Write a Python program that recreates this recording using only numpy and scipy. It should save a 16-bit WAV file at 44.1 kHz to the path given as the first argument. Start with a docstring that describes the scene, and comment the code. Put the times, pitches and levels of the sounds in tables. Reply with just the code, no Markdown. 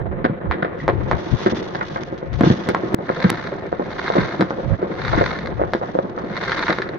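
"""Fireworks over a snowy neighbourhood, outdoors on a small two-port microphone, a wall a metre behind it. From
the start wind flutters on the ports and many far bursts merge into a rumble; soon shells go off, each one
pressure pulse with echoes off houses and trees. Faint ringing pips, fizzing rocket tails and stray sparks
(filtered grains) follow, then dry cracks with a steep edge. Near three seconds a click sounds and the level
dips briefly; after it, clouds of crackling stars swell and burn out, made of many small reports with echoes."""
import sys
import numpy as np
from scipy import signal
from scipy.fft import rfft, irfft, next_fast_len
from scipy.io import wavfile
from scipy.ndimage import uniform_filter1d

SR = 44100
rng = np.random.default_rng(int(sys.argv[2]) if len(sys.argv) > 2 else 0)


def unload_audio(sound):
    """Save the sound as a 16-bit wav file, at the path given as the first command line argument."""
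    columns = np.transpose(np.atleast_2d(sound))
    # keep every value between -1 and 1, then stretch to whole-number steps
    steps = np.round(np.clip(columns, -1, 1) * 32767)
    wavfile.write(sys.argv[1], SR, steps.astype(np.int16))


N = 307818
TIME = np.arange(N) / SR
SIZE = 16384  # samples in one pulse or echo pattern
PORT_LAG_S = .00058  # lag between the ports for a sound from the side
TOP_HZ = 16400  # top of the microphone's range
BURN_STEEPNESS = 3  # how abruptly a cloud of sparks lights up and dies
STRAY_FROM_S = 0.91  # when stray sparks begin to spit

# Levels in the tables come before each layer's own gain.
# Level of the far barrage by direction: [t/s, from the right level/dB, from ahead level/dB]
FAR_BARRAGE = [(0, -35.5, -34.5), (1.52, -32.5, -36.5), (2.25, -38.5, -39), (2.75, -31, -32),
               (2.999, -40, -30.5), (3.7, -39.5, -33), (5.35, -36, -32.5), (5.72, -39.5, -34.5),
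               (6.12, -41.5, -36.5), (6.28, -39.5, -32.5), (6.98, -36, -33.5)]
# Wind puffs: [t/s at the height, spread/s (standard deviation), level/dB, side (-1 left port, 1 right port)]
WIND_PUFFS = [(0.064, 0.11, -23, 1), (0.497, 0.023, -17, 1), (0.984, 0.079, -18.5, -1),
              (1.148, 0.018, -16, -1), (1.337, 0.013, -8, -1), (2.37, 0.055, -18.5, -1),
              (4.226, 0.021, -21.5, 1), (4.671, 0.016, -16.5, 1), (4.725, 0.015, -9.5, 1),
              (5.154, 0.075, -18.5, -1), (5.581, 0.08, -25.5, -1)]
# Shell bursts and their loudest separate echoes, each row one pulse: [t/s, peak level/dB of the bare pulse,
# boom f/Hz (lower for a bigger charge), echo level/dB (more when screened by trees), launch site]. Rows a few
# ms to some tens of ms after a loud burst, such as 0.8892, 0.8994 and 1.1314, are its echoes.
SHELL_PULSES = [(0.244, -4, 310, 6.5, "right"), (0.2554, -9, 280, -6, "half right"),
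                (0.2968, -14.5, 180, 4, "far right"), (.444, -16, 171, -4.5, "far right"),
                (.5123, -4.5, 1100, -6, "ahead"), (0.5206, -11, 1800, 0, "right"),
                (0.6247, -9, 420, 8.5, "right"), (0.6499, -8.5, 770, -4, "half right"),
                (0.8797, .5, 620, -1, "ahead"), (0.8892, -7, 520, -2, "ahead"),
                (0.8994, -5, 450, -4, "ahead"), (1.1133, 0, 750, -3, "ahead"),
                (1.1314, -7.5, 550, -2, "half right"), (1.462, -.5, 290, -2.5, "right"),
                (1.4671, -3, 280, -8, "half right"), (1.4704, -1.5, 350, -6, "right"),
                (1.522, -12, 173, 4, "far right"), (1.749, -12, 470, 5.5, "near"),
                (1.8108, -10, 1200, 4.5, "half right"), (1.96, -8.5, 750, 0.5, "half right"),
                (2.1256, -13.5, 330, -2, "far right"), (2.228, -15, 450, -3.5, "far right"),
                (2.409, -0.5, 260, 1, "ahead"), (2.4345, -1.5, 260, 1, "half right"),
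                (2.4635, -8.5, 150, 7.5, "half right"), (2.502, -0.5, 150, -1.5, "half right"),
                (2.6882, -3.5, 290, 1.5, "near"), (2.7475, 0, 800, -5.5, "ahead"),
                (2.8354, -17, 260, 5.5, "half right"), (2.9431, 1.5, 278, -5, "half right"),
                (2.987, -5.5, 415, 0, "far right"), (3.0923, -4.5, 1000, -6.5, "half right"),
                (3.1005, -2, 515, -18, "far right"), (3.2443, -2.5, 150, 4, "right"),
                (3.3175, -8.5, 194, -26, "half right"), (3.7275, -3.5, 600, -18, "far right"),
                (3.796, -8, 480, 0.5, "far right"), (4.1017, -2, 680, -10, "far right"),
                (4.1542, -5, 480, 5, "far right"), (4.1813, -8, 239, 7.5, "right"),
                (4.3957, -11, 220, 8, "left"), (4.4089, 0, 330, -1, "near"), (4.4244, -1, 393, -13, "left"),
                (4.5068, -6.5, 587, -5, "left"), (4.585, -14, 455, 0.5, "far right"),
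                (4.8274, -6.5, 450, -1.5, "far right"), (4.905, -15, 330, -2, "far right"),
                (5.131, -10.5, 910, 7.5, "far right"), (5.1765, -6, 300, 4.5, "right"),
                (5.2106, -1.5, 470, 0, "far right"), (5.595, -12.5, 600, 5, "far right"),
                (5.6155, -3.5, 520, -4, "far right"), (5.6368, -5, 720, -9, "far right"),
                (5.7354, -1.5, 600, -4.5, "near"), (5.7494, -5, 330, -8, "left"),
                (5.8142, -11.5, 520, 0.5, "far right"), (5.831, -13.5, 900, 0.5, "far right"),
                (5.9519, -6, 520, -4, "far ahead"), (5.9888, 0, 620, -10.5, "far right"),
                (6.047, -15.5, 330, 1.5, "far right"), (6.178, -11, 1150, -2, "far right"),
                (6.239, -14, 300, -2, "far right"), (6.5193, -5.5, 1500, -3, "near"),
                (6.682, -4.5, 1470, 0, "ahead"), (6.697, -4, 380, 2, "ahead"),
                (6.7858, -8.5, 500, -10, "near"), (6.8195, -11, 1450, 2, "near")]
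# Launch sites; the name is only a label, the lag sets the direction heard. By name:
# [air cut-off f/Hz (lower when far), left port late/ms, left port late for the echoes/ms,
# lag of the nearest house front's slap/ms, slap level/dB, body f/Hz, body level/dB]
LAUNCH_SITES = {"ahead": (2900, 0, 0.24, 18.5, -17, 1020, 3.5),
                "near": (6006, 0, 0.56, 14.5, -14.5, 1597, 5),
                "right": (3201, 0.44, .5, 4.5, -10, 1498, 7.5),
                "half right": (2000.5, 0.48, 0.44, 8.5, -13, 326.5, 3.5),
                "far right": (1120, 0.51, 0.44, 11, -19.5, 571.5, 1.5),
                "left": (1597, 0.27, 0.2, 9, -16, 1399.5, 5.5),
                "far ahead": (1000, -0.5, 0.9, 9.5, -14, 514, 4)}
# Faint pips: [t/s, peak level/dB]
FAINT_PIPS = [(.8, -29), (.815, -32), (.838, -34), (.853, -36)]
# Fizzing rocket tails: [t/s at the height, half width/s, level/dB]
ROCKET_TAILS = [(.82, 0.043, -55), (1.2, 0.12, -49.5), (1.48, 0.17, -41.5), (1.9, .15, -48.5),
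                (2.485, 0.052, -36), (2.64, 0.13, -47), (2.88, 0.063, -52), (4.62, 0.14, -57),
                (5.85, 0.2, -56)]
# Single loud sparks: [t/s, peak level/dB]
LOUD_SPARKS = [(2.179, -26), (2.331, -22.5), (2.339, -25), (2.356, -26.5), (3.909, -25.5), (4.499, -22.5),
               (6.187, -26)]
# Very sharp, dry cracks: [t/s, peak level/dB before panning, cut-off f/Hz, left minus right level/dB, echo level/dB]
SHARP_CRACKS = [(2.034, -20, 6800, -13, 11), (2.409, -20, 11400, 0, 6), (2.689, -13, 12300, 2, 12),
                (3.3021, 3.5, 11000, -12, -10.5)]
# Clouds of crackling stars: [t/s at the height, half width/s, level/dB]
STAR_CLOUDS = [(3.282, 0.21, -29.5), (4.15, 0.19, -26), (5.192, 0.17, -25), (6.52, .14, -24.5),
               (6.678, 0.091, -25)]
# Single loud stars: [t/s, peak level/dB]
LOUD_STARS = [(3.202, -12), (3.226, -8.5), (3.241, -8), (3.296, -8), (3.472, -14.5), (4.042, -15.5),
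              (4.073, -14), (4.215, -13), (5.019, -15.5), (5.05, -10.5), (5.071, -15), (5.081, -8.5),
              (5.261, -9), (5.307, -15), (5.389, -13), (5.459, -15.5), (5.472, -14.5), (6.367, -10.5),
              (6.375, -10.5), (6.439, -12.5), (6.495, -9.5), (6.582, -10), (6.593, -7), (6.626, -8),
              (6.669, -12), (6.704, -5), (6.727, -7.5), (6.786, -11.5), (6.89, -16)]
# Spectral colour of far rumble, wind, shells, fizz and crackle, each: [f/Hz, level/dB]
FAR_COLOUR = [(25, -28), (70, -9.5), (150, 2.5), (480, 2.5), (800, -6.5), (1900, -12.5), (2700, -28),
              (3900, -32.5), (5000, -55.5), (8000, -61), (15000, -75)]
WIND_SPECTRUM = [(20, -17.5), (50, -4), (120, -0.5), (180, -10), (400, -27.5), (6000, -100)]
SHELL_COLOUR = [(40, -9), (100, 2), (190, 2), (500, -.5), (800, -3.5), (2050, -1), (2700, -11), (4000, -2),
                (6300, -13), (8500, -32), (16000, -36)]
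SPARK_COLOUR = [(400, 7), (1900, 7), (2600, -1.5), (3500, 3.5), (4400, -1), (5000, -5.5), (6200, -6.5),
                (7200, -27), (10000, -45.5)]
STAR_COLOUR = [(150, -9), (500, -5.5), (1100, 6), (2100, 5.5), (2600, -13), (3100, -20), (3700, -5.5),
               (4400, -9), (5000, -21), (6400, -32), (7500, -46.5), (12000, -61)]


def undb(db):
    """Decibels to gain."""
    return 10 ** (np.asarray(db) / 20)


def unit(x):
    """Scale to rms 1."""
    return x / np.sqrt(np.mean(x ** 2))


def response(points, size=2048):
    """Causal (minimum-phase) impulse response with the given (f/Hz, level/dB) colour."""
    hz, db = np.transpose(points)
    log_hz = np.log(np.fft.rfftfreq(size, 1 / SR) + 1)
    log_gain = np.log(undb(np.interp(log_hz, np.log(hz), db)))
    # folding the cepstrum onto positive times makes the response causal
    cepstrum = irfft(log_gain)
    cepstrum[1:size // 2] *= 2
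    cepstrum[size // 2 + 1:] = 0
    return irfft(np.exp(rfft(cepstrum)))


def ring(x, impulse):
    """Pass both channels through an impulse response."""
    return signal.oaconvolve(x, np.atleast_2d(impulse), axes=1)[:, :x.shape[1]]


def add(out, sound, start_s):
    """Mix a stereo sound in at a given time."""
    i = max(int(start_s * SR), 0)
    out[:, i:i + sound.shape[1]] += sound[:, :max(N - i, 0)]


def arrivals(times, sizes, lags, length):
    """Impulses that reach the two ports a little apart, by their direction."""
    out = np.zeros((2, length))
    for port, when in zip(out, (times + lags / 2, times - lags / 2)):
        np.add.at(port, np.round(when * SR).astype(int) % length, sizes)
    return out


def echoes(decay_s, count, lag_s=0, width=0.92, rise_s=0.0074):
    """Reflections scattered about the source's direction, building up and dying away; energy 1 per port."""
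    when, where = rng.random((2, count))
    times = PORT_LAG_S * 2 + when * min(5 * decay_s, SIZE / SR - .01)
    envelope = np.exp(-times / decay_s) * (1 - np.exp(-times / rise_s))
    sizes = rng.standard_normal(count) * envelope
    lags = np.clip(lag_s + width * PORT_LAG_S * (2 * where - 1), -PORT_LAG_S, PORT_LAG_S)
    return arrivals(times, sizes / np.linalg.norm(sizes), lags, SIZE)


def swarm(colour, count, spread_db, width, echo_s, echo_db, echo_width, lag_s=0, parts=4):
    """Many small reports of uneven size from a sector of the sky; rms 1."""
    when, where, sign = rng.random((3, count))
    sizes = undb(spread_db * np.minimum(rng.exponential(size=count), 3)) * np.sign(sign - .5)
    length = N + SIZE  # echoes of earlier reports are already in the air
    times = when * length / SR
    lags = lag_s + width * PORT_LAG_S * (2 * where - 1)
    pops = np.zeros((2, length))
    for k in range(parts):  # each part of the sky has its own pattern of echoes
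        direct = arrivals(times[k::parts], sizes[k::parts], lags[k::parts], length)
        pattern = echoes(echo_s, count=700, lag_s=lag_s, width=echo_width, rise_s=echo_s / 3)
        pops += direct + undb(echo_db) * ring(direct, pattern)
    # the supply of reports is steady over a tenth of a second
    power = uniform_filter1d(np.mean(pops ** 2, axis=0), size=SR // 10)
    pops /= np.sqrt(power + 1e-9)
    return unit(ring(pops, response(colour))[:, SIZE:])


def singles(rows, colour, echo_s, echo_db):
    """Lone sharp reports at (t/s, peak level/dB), each with its own brief rattle of echoes."""
    out, snap = np.zeros((2, N)), response(colour)
    snap = np.pad(snap / np.abs(snap).max(), (0, SIZE - len(snap)))
    for s, db in rows:
        rattle = ring(echoes(echo_s, count=100, width=0.4), snap)
        add(out, undb(db) * (snap + undb(echo_db) * rattle), s)
    return out


def burning(clouds):
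    """Gain over time of clouds that each light up, hold and burn out; their powers add."""
    power = np.zeros(N)
    for s, half_s, db in clouds:
        swell = 1 / (1 + np.abs((TIME - s) / half_s) ** BURN_STEEPNESS)
        power += (undb(db) * swell) ** 2
    return np.sqrt(power)


def mottle(sound, depth_db, hold_s):
    """Every half octave swells and fades on its own; rms 1."""
    padded = next_fast_len(N)
    spectrum, out = rfft(sound, padded), 0
    # position on a half-octave scale that starts at 100 Hz
    place = np.clip(2 * np.log2(np.fft.rfftfreq(padded, 1 / SR) / 100 + 1e-9), 0, 10)
    for band, levels in enumerate(rng.standard_normal((11, 512))):
        part = irfft(spectrum * np.maximum(1 - np.abs(place - band), 0), padded)[:, :N]
        drift = np.interp(TIME / hold_s + rng.random(), np.arange(len(levels)), levels)
        out = out + part * undb(depth_db * drift)
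    return unit(out)


def wind(breeze_db=-41.5):
    """Eddies buffet each port on its own: low noise over a steady breeze, pushed up by puffs."""
    push = np.full((2, N), undb(breeze_db))
    for s, spread_s, db, side in WIND_PUFFS:
        push[int(side > 0)] += undb(db) * np.exp(-.5 * ((TIME - s) / spread_s) ** 2)
    eddies = ring(rng.standard_normal((2, N)), response(WIND_SPECTRUM))
    steady_level = np.sqrt(uniform_filter1d(eddies ** 2, size=SR // 20) + 1e-12)
    return push * eddies / steady_level


def barrage(gain_db=2.5):
    """Far bursts to the right and ahead arrive mostly as echoes and blur into a rumble of shifting colour."""
    s, right_db, ahead_db = np.transpose(FAR_BARRAGE)
    right = swarm(FAR_COLOUR, count=1200, spread_db=4.0, width=0.37, echo_s=.012, echo_db=1.5,
                  echo_width=0.71, lag_s=0.0004, parts=8)
    ahead = swarm(FAR_COLOUR, count=700, spread_db=3.0, width=.4, echo_s=.012, echo_db=6,
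                  echo_width=0.78, lag_s=-0.000064, parts=8)
    out = np.zeros((2, N))
    for thuds, db in ((right, right_db), (ahead, ahead_db)):
        level = undb(gain_db + np.interp(TIME, s, db))
        out += level * mottle(thuds, depth_db=3.0, hold_s=.07)
    return out


def shells(near_s=.018, near_db=2.0, far_s=0.54, far_db=-12.0, echo_hz=6000, damping=0.82,
           gain_db=-0.36, body_width=0.22, slap_spray_db=-2):
    """A push and a longer suck of air, rounded by distance and coloured by the ground it crosses;
    near houses and then the hillsides throw it back."""
    out, hz = np.zeros((2, N)), np.fft.rfftfreq(SIZE, 1 / SR)
    colour = rfft(response(SHELL_COLOUR), SIZE)
    lead_s = PORT_LAG_S  # room for the earlier port
    for s, db, boom_hz, echo_db, site in SHELL_PULSES:
        air_hz, lag_ms, echo_lag_ms, slap_ms, slap_db, body_hz, body_db = LAUNCH_SITES[site]
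        lag_s, echo_lag_s, slap_s = lag_ms / 1000, echo_lag_ms / 1000, slap_ms / 1000

        w, b, a = 1j * hz / boom_hz, 1j * hz / body_hz, 1j * hz / air_hz
        boom = w / (1 + damping * w + w * w)
        body = 1 + (undb(body_db) - 1) * body_width * b / (1 + body_width * b + b * b)
        air = 1 / ((1 + a) * (1 + a + a * a))
        pulse = colour * body * boom * air
        pulse /= np.abs(irfft(pulse)).max()

        port_delays_s = lead_s + np.array([[lag_s], [-lag_s]]) / 2
        direct = np.exp(-2j * np.pi * hz * port_delays_s)
        near = rfft(echoes(near_s, count=170, lag_s=echo_lag_s, width=0.43, rise_s=0.0012))
        near /= np.linalg.norm(near * pulse) / np.linalg.norm(direct * pulse)  # as strong as the direct pulse
        far = rfft(echoes(far_s, count=1500, rise_s=0.0046))
        spray = undb(near_db + echo_db) * near + undb(far_db) * far
        slap = undb(slap_db) * (direct + undb(slap_spray_db) * near)
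        slap = slap * np.exp(-2j * np.pi * hz * slap_s)
        returned = (slap + spray) / (1 + 1j * hz / echo_hz)
        add(out, undb(db + gain_db) * irfft(pulse * (direct + returned)), s - lead_s)
    return out


def wall(sound, delay_s=0.00553, db=-11, dull_hz=800):
    """A wall about a metre behind the microphone returns a dull copy."""
    out = sound.copy()
    dull = signal.sosfilt(signal.butter(1, dull_hz, fs=SR, output="sos"), sound)
    add(out, undb(db) * dull, delay_s)
    return out


def pips(pitch_hz=1900, ring_s=.003, echo_db=-2, scatter=.025):
    """A quick run of faint pips, each a short ring of slightly different pitch with a scatter of echoes."""
    out, t = np.zeros((2, N)), TIME[:SIZE]
    envelope = 2 * t / ring_s * np.exp(1 - 2 * t / ring_s)
    for (s, db), detune in zip(FAINT_PIPS, rng.standard_normal(len(FAINT_PIPS))):
        note = np.sin(2 * np.pi * pitch_hz * (1 + scatter * detune) * t) * envelope
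        rattle = ring(echoes(ring_s, count=60, width=.3), note)
        add(out, undb(db) * (note + undb(echo_db) * rattle), s)
    return out


def sparks(gain_db=8.5, shower_db=-18.5):
    """The fine sizzle of burning rocket tails; every cloud of stars sizzles a little too."""
    grains = swarm(SPARK_COLOUR, count=2100, spread_db=1.5, width=0.27, echo_s=0.004, echo_db=2.5,
                   echo_width=0.41)
    level = np.hypot(burning(ROCKET_TAILS), undb(shower_db) * burning(STAR_CLOUDS))
    return undb(gain_db) * grains * level


def strays(gain_db=-56, spit_db=0):
    """Lone sparks spit now and then, faint ones scattered at random and single loud ones."""
    ticks = swarm(SPARK_COLOUR, count=420, spread_db=4.0, width=0.36, echo_s=0.0036, echo_db=2.0,
                  echo_width=0.24)
    spits = singles(LOUD_SPARKS, SPARK_COLOUR, echo_s=0.0058, echo_db=4.5)
    return undb(gain_db) * ticks * (TIME > STRAY_FROM_S) + undb(spit_db) * spits


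def cracks(length_s=0.00024, echo_s=0.00036):
    """Shock fronts that still have their steep edge, with a brief rattle of echoes."""
    out, t = np.zeros((2, N)), TIME[:SIZE]
    for s, db, top_hz, pan_db, echo_db in SHARP_CRACKS:
        shock = (1 - t / length_s) * np.exp(-t / length_s)
        edge = signal.ellip(6, .5, 50, top_hz, fs=SR, output="sos")
        shock = signal.sosfilt(edge, shock + 1e-18)
        shock = shock + undb(echo_db) * ring(echoes(echo_s, count=60), shock)
        port_db = db + np.array([[pan_db], [-pan_db]]) / 2
        add(out, undb(port_db) * shock / np.abs(shock).max(), s)
    return out


def click_and_dip(sound, at_s=2.9465, click_db=-5.5, pan_db=8, click_s=0.00014, dip_db=-17, recover_s=0.063):
    """Just after a boom begins, a dry click sounds, louder on the left, and the level of everything dips
    briefly."""
    since, after = np.maximum(TIME - at_s, 0), TIME >= at_s
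    port_db = click_db + np.array([[pan_db], [-pan_db]]) / 2
    click = undb(port_db) * after * np.exp(-since / click_s)
    dip = undb(dip_db * after * np.exp(-since / recover_s))
    return sound * dip + click


def stars(gain_db=-2, snap_db=-2.5, snap_tilt_db=2.5):
    """Clouds of crackling stars straight ahead swell and burn out; the closest stars snap out of them,
    brighter by some dB per octave."""
    pops = swarm(STAR_COLOUR, count=2000, spread_db=3.1, width=0.13, echo_s=.002, echo_db=0,
                 echo_width=0.38, parts=8)
    bright = [(hz, db + snap_tilt_db * np.log2(hz)) for hz, db in STAR_COLOUR]
    snaps = singles(LOUD_STARS, bright, echo_s=.0016, echo_db=-1)
    return undb(gain_db) * pops * burning(STAR_CLOUDS) + undb(snap_db) * snaps


def scene():
    """Everything in the night sky, and the wind at the microphone."""
    sky = wall(barrage() + shells() + pips() + sparks() + strays() + stars())
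    return click_and_dip(wind() + sky + cracks())


def record(dry):
    """The microphone flattens the loudest peaks; the top is cut."""
    rounded = dry / (1 + (dry / .88) ** 6) ** (1 / 6)
    return signal.sosfilt(signal.butter(16, TOP_HZ, fs=SR, output="sos"), rounded)


dry = scene()
out = record(dry)
unload_audio(out)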